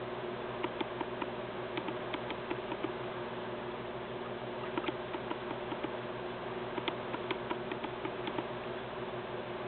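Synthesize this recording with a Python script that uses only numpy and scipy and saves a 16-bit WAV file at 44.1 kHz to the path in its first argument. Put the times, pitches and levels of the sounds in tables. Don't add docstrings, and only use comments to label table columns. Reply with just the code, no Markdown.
import sys
import numpy as np
from scipy.fft import rfft, irfft, next_fast_len
from scipy.io import wavfile
from scipy.ndimage import map_coordinates

SR = 44100
rng = np.random.default_rng(int(sys.argv[2]) if len(sys.argv) > 2 else 0)


def transcribe(u):
    v = np.clip(np.atleast_2d(u).T, -1, 1)
    q = np.round(v * 32767).astype(np.int16)
    wavfile.write(sys.argv[1], SR, q)


N = 426447
EVENT_T = np.arange(int(.06 * SR)) / SR

# f/Hz, relative density/dB
AIR_SPECTRUM = [(30, -16), (100, -12.5), (160, -3.5), (315, -5), (370, 2), (430, -2), (480, -.3),
                (560, -1.5), (665, 1), (715, -2.5), (800, -4.5), (900, -1.7), (1120, -3.9), (1400, -9.6),
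                (1600, -6.5), (1820, -11.7), (4500, -16.9), (6000, -61)]
# multiple of the rotation rate, rms level/dB
SHAFT_HARMONICS = [(1, -66), (3, -67), (4, -54.2), (6, -57), (7, -66), (8, -64), (9, -64), (18, -66)]
# multiple of the mains frequency, rms level/dB, sideband spacing/Hz
MAGNETIC_HARMONICS = [(2, -56.8, 6.35), (6, -49, 19.1), (8, -65, 19.1), (10, -53.5, 19.1), (12, -66, 19.1),
                      (14, -65, 19.1)]
# t/s, level/dB
CHIRPS = [(.42, -55), (3.42, -57), (3.72, -55), (4.38, -56), (5.04, -56), (5.35, -56.5), (5.99, -52),
          (6.3, -54.5), (7.24, -55.5), (7.55, -54.5), (7.86, -53.5), (8.17, -56.5), (8.48, -55.5),
          (8.79, -51.5), (9.09, -54), (9.4, -55.5)]
# t/s, level/dB
FLAKE_SNAPS = [(4.259, -40), (4.634, -38), (4.839, -34)]
# f/Hz, relative level/dB, rise time/s
FLAKE_MODES = [(1245, 0, .0052), (2750, -10, .003)]
# t/s, level/dB, rise time/s, pitch/Hz
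SCRAPES = [(1.341, -54, 0.0037, 2450), (3.036, -47, .004, 2450), (4.652, -41.5, 0.0097, 1850),
           (4.859, -40.5, .01, 2400), (5.081, -52, .005, 2150), (8.245, -49.5, .007, 2250),
           (8.635, -44.5, .003, 2460)]
# multiple of the stroke's pitch, relative density/dB
SCRAPE_SPECTRUM = [(.45, -20.5), (.8, -3.5), (1, 1), (1.25, -7), (1.8, -15)]
# f/Hz, relative density/dB
CRUMB_SPECTRUM = [(300, -35), (900, -6), (1300, -1.5), (1700, -2), (2500, 2), (3300, -4), (4300, -19)]
# f/Hz, relative level/dB, rise time/s
BITE_MODES = [(1121, 0, .0016), (1878, -.4, .0017), (2368, -1.2, .002), (2988, -2.4, .0017)]
# multiple of the thud pitch, relative level/dB, rise time/s
TRUNK_MODES = [(.99, 0, .0054), (1.84, -16, .0041)]
# multiple of the knock pitch, relative level/dB, rise time/s
PLATE_MODES = [(.98, 0, .00265), (1.01, -13.9, .0083), (1.42, -11, .0042), (.81, -15.5, .0022)]
# f/Hz, relative level/dB, rise time/s
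CRACK_MODES = [(2500, 0, .00055), (3145, .3, .00056), (3650, -1, .00046), (1287, -11.3, .0009)]
# t/s, crush level/dB, crack level/dB, crack tilt/(dB per octave), bite level/dB, knock level/dB,
# thud level/dB, lag of the wood after the crack/s, knock pitch/Hz, thud pitch/Hz
PECKS = [(0.6416, -42.0, -33.5, -5.5, -31.5, -26.5, -28.0, -0.0004, 957.0, 334.0),
         (0.8059, -50.0, -22.5, 0.5, -37.0, -28.5, -27.0, 0.0019, 871.0, 340.0),
         (1.0065, -53.0, -33.0, -1.0, -35.5, -27.0, -29.5, 0.0006, 924.0, 328.0),
         (1.2166, -50.0, -33.5, 0.5, -32.5, -27.0, -30.0, 0.0016, 963.0, 325.0),
         (1.7742, -56.0, -19.5, 4.0, -36.0, -31.5, -29.5, 0.0023, 878.0, 336.0),
         (1.8827, -46.0, -35.5, -4.0, -34.0, -31.0, -30.0, -0.0002, 875.0, 328.0),
         (2.1399, -46.0, -22.0, 2.0, -35.5, -31.0, -31.5, 0.0023, 976.0, 321.0),
         (2.305, -47.0, -22.0, 0.5, -37.0, -32.5, -34.5, 0.0023, 874.0, 316.0),
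         (2.5109, -42.0, -33.0, -5.5, -36.0, -31.0, -28.0, -0.0005, 962.0, 335.0),
         (2.7173, -52.0, -34.5, 0.0, -37.0, -31.0, -29.0, -0.0001, 943.0, 344.0),
         (2.8405, -46.0, -37.5, 1.0, -39.0, -35.0, -26.0, 0.0006, 856.0, 333.0),
         (4.7745, -47.0, -33.5, -4.5, -33.5, -27.0, -25.0, -0.0005, 954.0, 337.0),
         (4.8808, -43.0, -21.5, 0.0, -35.5, -30.0, -25.5, 0.0019, 861.0, 337.0),
         (5.1423, -42.0, -34.5, -0.5, -42.5, -32.5, -31.5, 0.0006, 891.0, 334.0),
         (5.3106, -46.0, -38.0, -6.0, -39.0, -30.0, -29.0, -0.0003, 959.0, 333.0),
         (5.5076, -52.0, -32.5, -3.0, -40.0, -34.5, -32.5, -0.0002, 888.0, 315.0),
         (5.717, -47.0, -34.0, -7.0, -36.0, -32.0, -30.0, -0.0002, 916.0, 332.0),
         (5.8399, -48.0, -33.0, -5.0, -37.5, -33.5, -27.0, 0.0012, 854.0, 335.0),
         (6.7773, -46.0, -39.0, -6.0, -35.5, -29.0, -30.5, -0.0003, 950.0, 330.0),
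         (6.8788, -56.0, -16.5, 4.0, -30.5, -29.0, -28.5, 0.0019, 892.0, 338.0),
         (7.1412, -43.0, -39.0, -1.5, -35.5, -28.0, -31.5, 0.0006, 963.0, 318.0),
         (7.3074, -55.0, -16.5, 1.5, -32.0, -29.5, -28.0, 0.0019, 1000.0, 341.0),
         (7.5081, -41.0, -37.5, -4.5, -34.5, -28.0, -28.5, 0.0011, 967.0, 340.0),
         (7.7156, -51.0, -32.0, 2.5, -33.0, -31.5, -32.5, -0.0006, 868.0, 321.0),
         (7.8408, -47.0, -26.5, -2.5, -37.5, -29.5, -33.0, 0.0023, 867.0, 319.0),
         (8.0498, -54.0, -39.0, -2.0, -35.0, -31.0, -27.5, 0.0, 864.0, 349.0),
         (8.274, -46.0, -23.0, 4.5, -36.0, -29.5, -31.5, 0.0023, 856.0, 328.0),
         (8.3834, -51.0, -38.0, -6.0, -35.5, -28.5, -26.5, -0.0004, 926.0, 337.0)]
# f/Hz, gain/dB
CHANNEL_RESPONSE = [(3500, 0.5), (3900, -5.5), (4150, -13), (4400, -31), (4800, -52)]


def amp(db):
    return 10 ** (np.asarray(db) / 20)


def along(points, hz):
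    f, v = np.transpose(points)
    return np.interp(np.log(hz + 1), np.log(f + 1), v)


def wobble(rate):
    knots = rng.standard_normal(int(N * rate / SR) + 4)
    coarse = np.linspace(0, N, num=2000)
    return np.interp(np.arange(N), coarse, map_coordinates(knots, [coarse * rate / SR]))


def filtered(x, response):
    size = next_fast_len(len(x) + 8192)
    return irfft(rfft(x, size) * response(np.fft.rfftfreq(size, 1 / SR)), size)[:len(x)]


def noise(spectrum, size):
    coloured = filtered(rng.standard_normal(size), lambda hz: amp(along(spectrum, hz)))
    return coloured / np.sqrt(np.mean(coloured ** 2) + 1e-20)


def swell(rise_s):
    u = EVENT_T / rise_s
    return (u * np.exp(1 - u)) ** 2


def ring(modes, scatter_db, detune=.012, tilt_db=0):
    hz, db, rise_s = np.transpose(modes)[:, :, None]
    level_draw, pitch_draw = rng.standard_normal((2, len(modes), 1))
    gain = amp(db + scatter_db * level_draw + tilt_db * np.log2(hz / hz[0]))
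    waves = np.sin(2 * np.pi * hz * (1 + detune * pitch_draw) * EVENT_T)
    return np.sum(gain * swell(rise_s) * waves, axis=0) / np.linalg.norm(gain)


def add(track, s, sound):
    start = round(s * SR)
    track[start:start + len(sound)] += sound[:N - start]


def air(level_db=-43.05, drift_db=.51):
    return amp(level_db + drift_db * wobble(1.8)) * noise(AIR_SPECTRUM, N)


def motor(mains_hz=60.08, shaft_hz=59.05, flutter=.00079, waver_db=.7, sideband_step_db=-4):
    clock = np.cumsum(1 + flutter * wobble(4)) / SR
    partials = [(k * shaft_hz, db) for k, db in SHAFT_HARMONICS]
    partials.append((198.7, -61.5))
    tones = [(db, np.exp(2j * np.pi * hz * clock)) for hz, db in partials]
    for k, db, spacing_hz in MAGNETIC_HARMONICS:
        carrier = np.exp(2j * np.pi * k * mains_hz * clock)
        throb = amp(sideband_step_db) * np.exp(2j * np.pi * (spacing_hz * clock + rng.random()))
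        tones.append((db, carrier * (1 + throb + throb ** 2)))
    out = np.zeros(N)
    for db, tone in tones:
        peak = np.sqrt(2) * amp(db + waver_db * wobble(7))
        out += peak * np.real(tone * np.exp(2j * np.pi * rng.random()))
    return out


def insect(pitch_hz=3410, rise_s=.011, detune=.011):
    out = np.zeros(N)
    for s, db in CHIRPS:
        tone = np.sin(2 * np.pi * pitch_hz * (1 + detune * rng.standard_normal()) * EVENT_T)
        add(out, s - rise_s, amp(db) * swell(rise_s) * tone)
    return out


def flakes():
    out = np.zeros(N)
    for s, db in FLAKE_SNAPS:
        add(out, s, amp(db) * ring(FLAKE_MODES, scatter_db=1.5))
    return out


def scrapes():
    out = np.zeros(N)
    for s, db, rise_s, hz in SCRAPES:
        spectrum = np.array(SCRAPE_SPECTRUM) * [hz, 1]
        add(out, s, amp(db) * swell(rise_s) * noise(spectrum, len(EVENT_T)))
    return out


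def crumbs(crush_trim_db=-.5, crush_lead_s=.0105, crush_rise_s=.0062, debris_db=-7.5, debris_rise_s=.0033):
    out = np.zeros(N)
    for s, crush_db, _, _, bite_db, _, _, lag_s, *_ in PECKS:
        crush = swell(crush_rise_s) * noise(CRUMB_SPECTRUM, len(EVENT_T))
        debris = swell(debris_rise_s) * noise(CRUMB_SPECTRUM, len(EVENT_T))
        add(out, s - crush_lead_s, amp(crush_db + crush_trim_db) * crush)
        add(out, s + lag_s, amp(bite_db + debris_db) * debris)
    return out


def wood(thud_lead_s=.00028):
    out = np.zeros(N)
    for s, _, _, _, bite_db, knock_db, thud_db, lag_s, knock_hz, thud_hz in PECKS:
        add(out, s + lag_s, amp(bite_db) * ring(BITE_MODES, scatter_db=1.5, detune=.025))
        trunk = (TRUNK_MODES, thud_db, thud_hz, thud_lead_s)
        plate = (PLATE_MODES, knock_db, knock_hz, 0)
        for modes, level_db, pitch_hz, lead_s in trunk, plate:
            tuned = [(multiple * pitch_hz, db, rise_s) for multiple, db, rise_s in modes]
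            add(out, s + lag_s - lead_s, amp(level_db) * ring(tuned, scatter_db=2, detune=.004))
    return out


def beak(rebound_s=.0034, rebound_db=-11, rebound_tilt_db=-10):
    out = np.zeros(N)
    for s, _, crack_db, tilt_db, *_ in PECKS:
        crack = ring(CRACK_MODES, scatter_db=.5, tilt_db=tilt_db)
        rebound = ring(CRACK_MODES, scatter_db=.5, tilt_db=tilt_db + rebound_tilt_db)
        add(out, s, amp(crack_db) * crack)
        add(out, s + rebound_s, amp(crack_db + rebound_db) * rebound)
    return out


def near_echo(x, delay_s=.000894, echo_db=-3):
    return filtered(x, lambda hz: 1 + amp(echo_db) * np.exp(-2j * np.pi * hz * delay_s))


def scene():
    bird = near_echo(beak()) + wood() + crumbs() + flakes() + scrapes()
    return (bird + insect() + motor() + air())[None]


def record(dry):
    cutoff_hz = 4900
    return filtered(dry[0], lambda hz: amp(along(CHANNEL_RESPONSE, hz)) * (hz < cutoff_hz))[None]


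dry = scene()
out = record(dry)
transcribe(out)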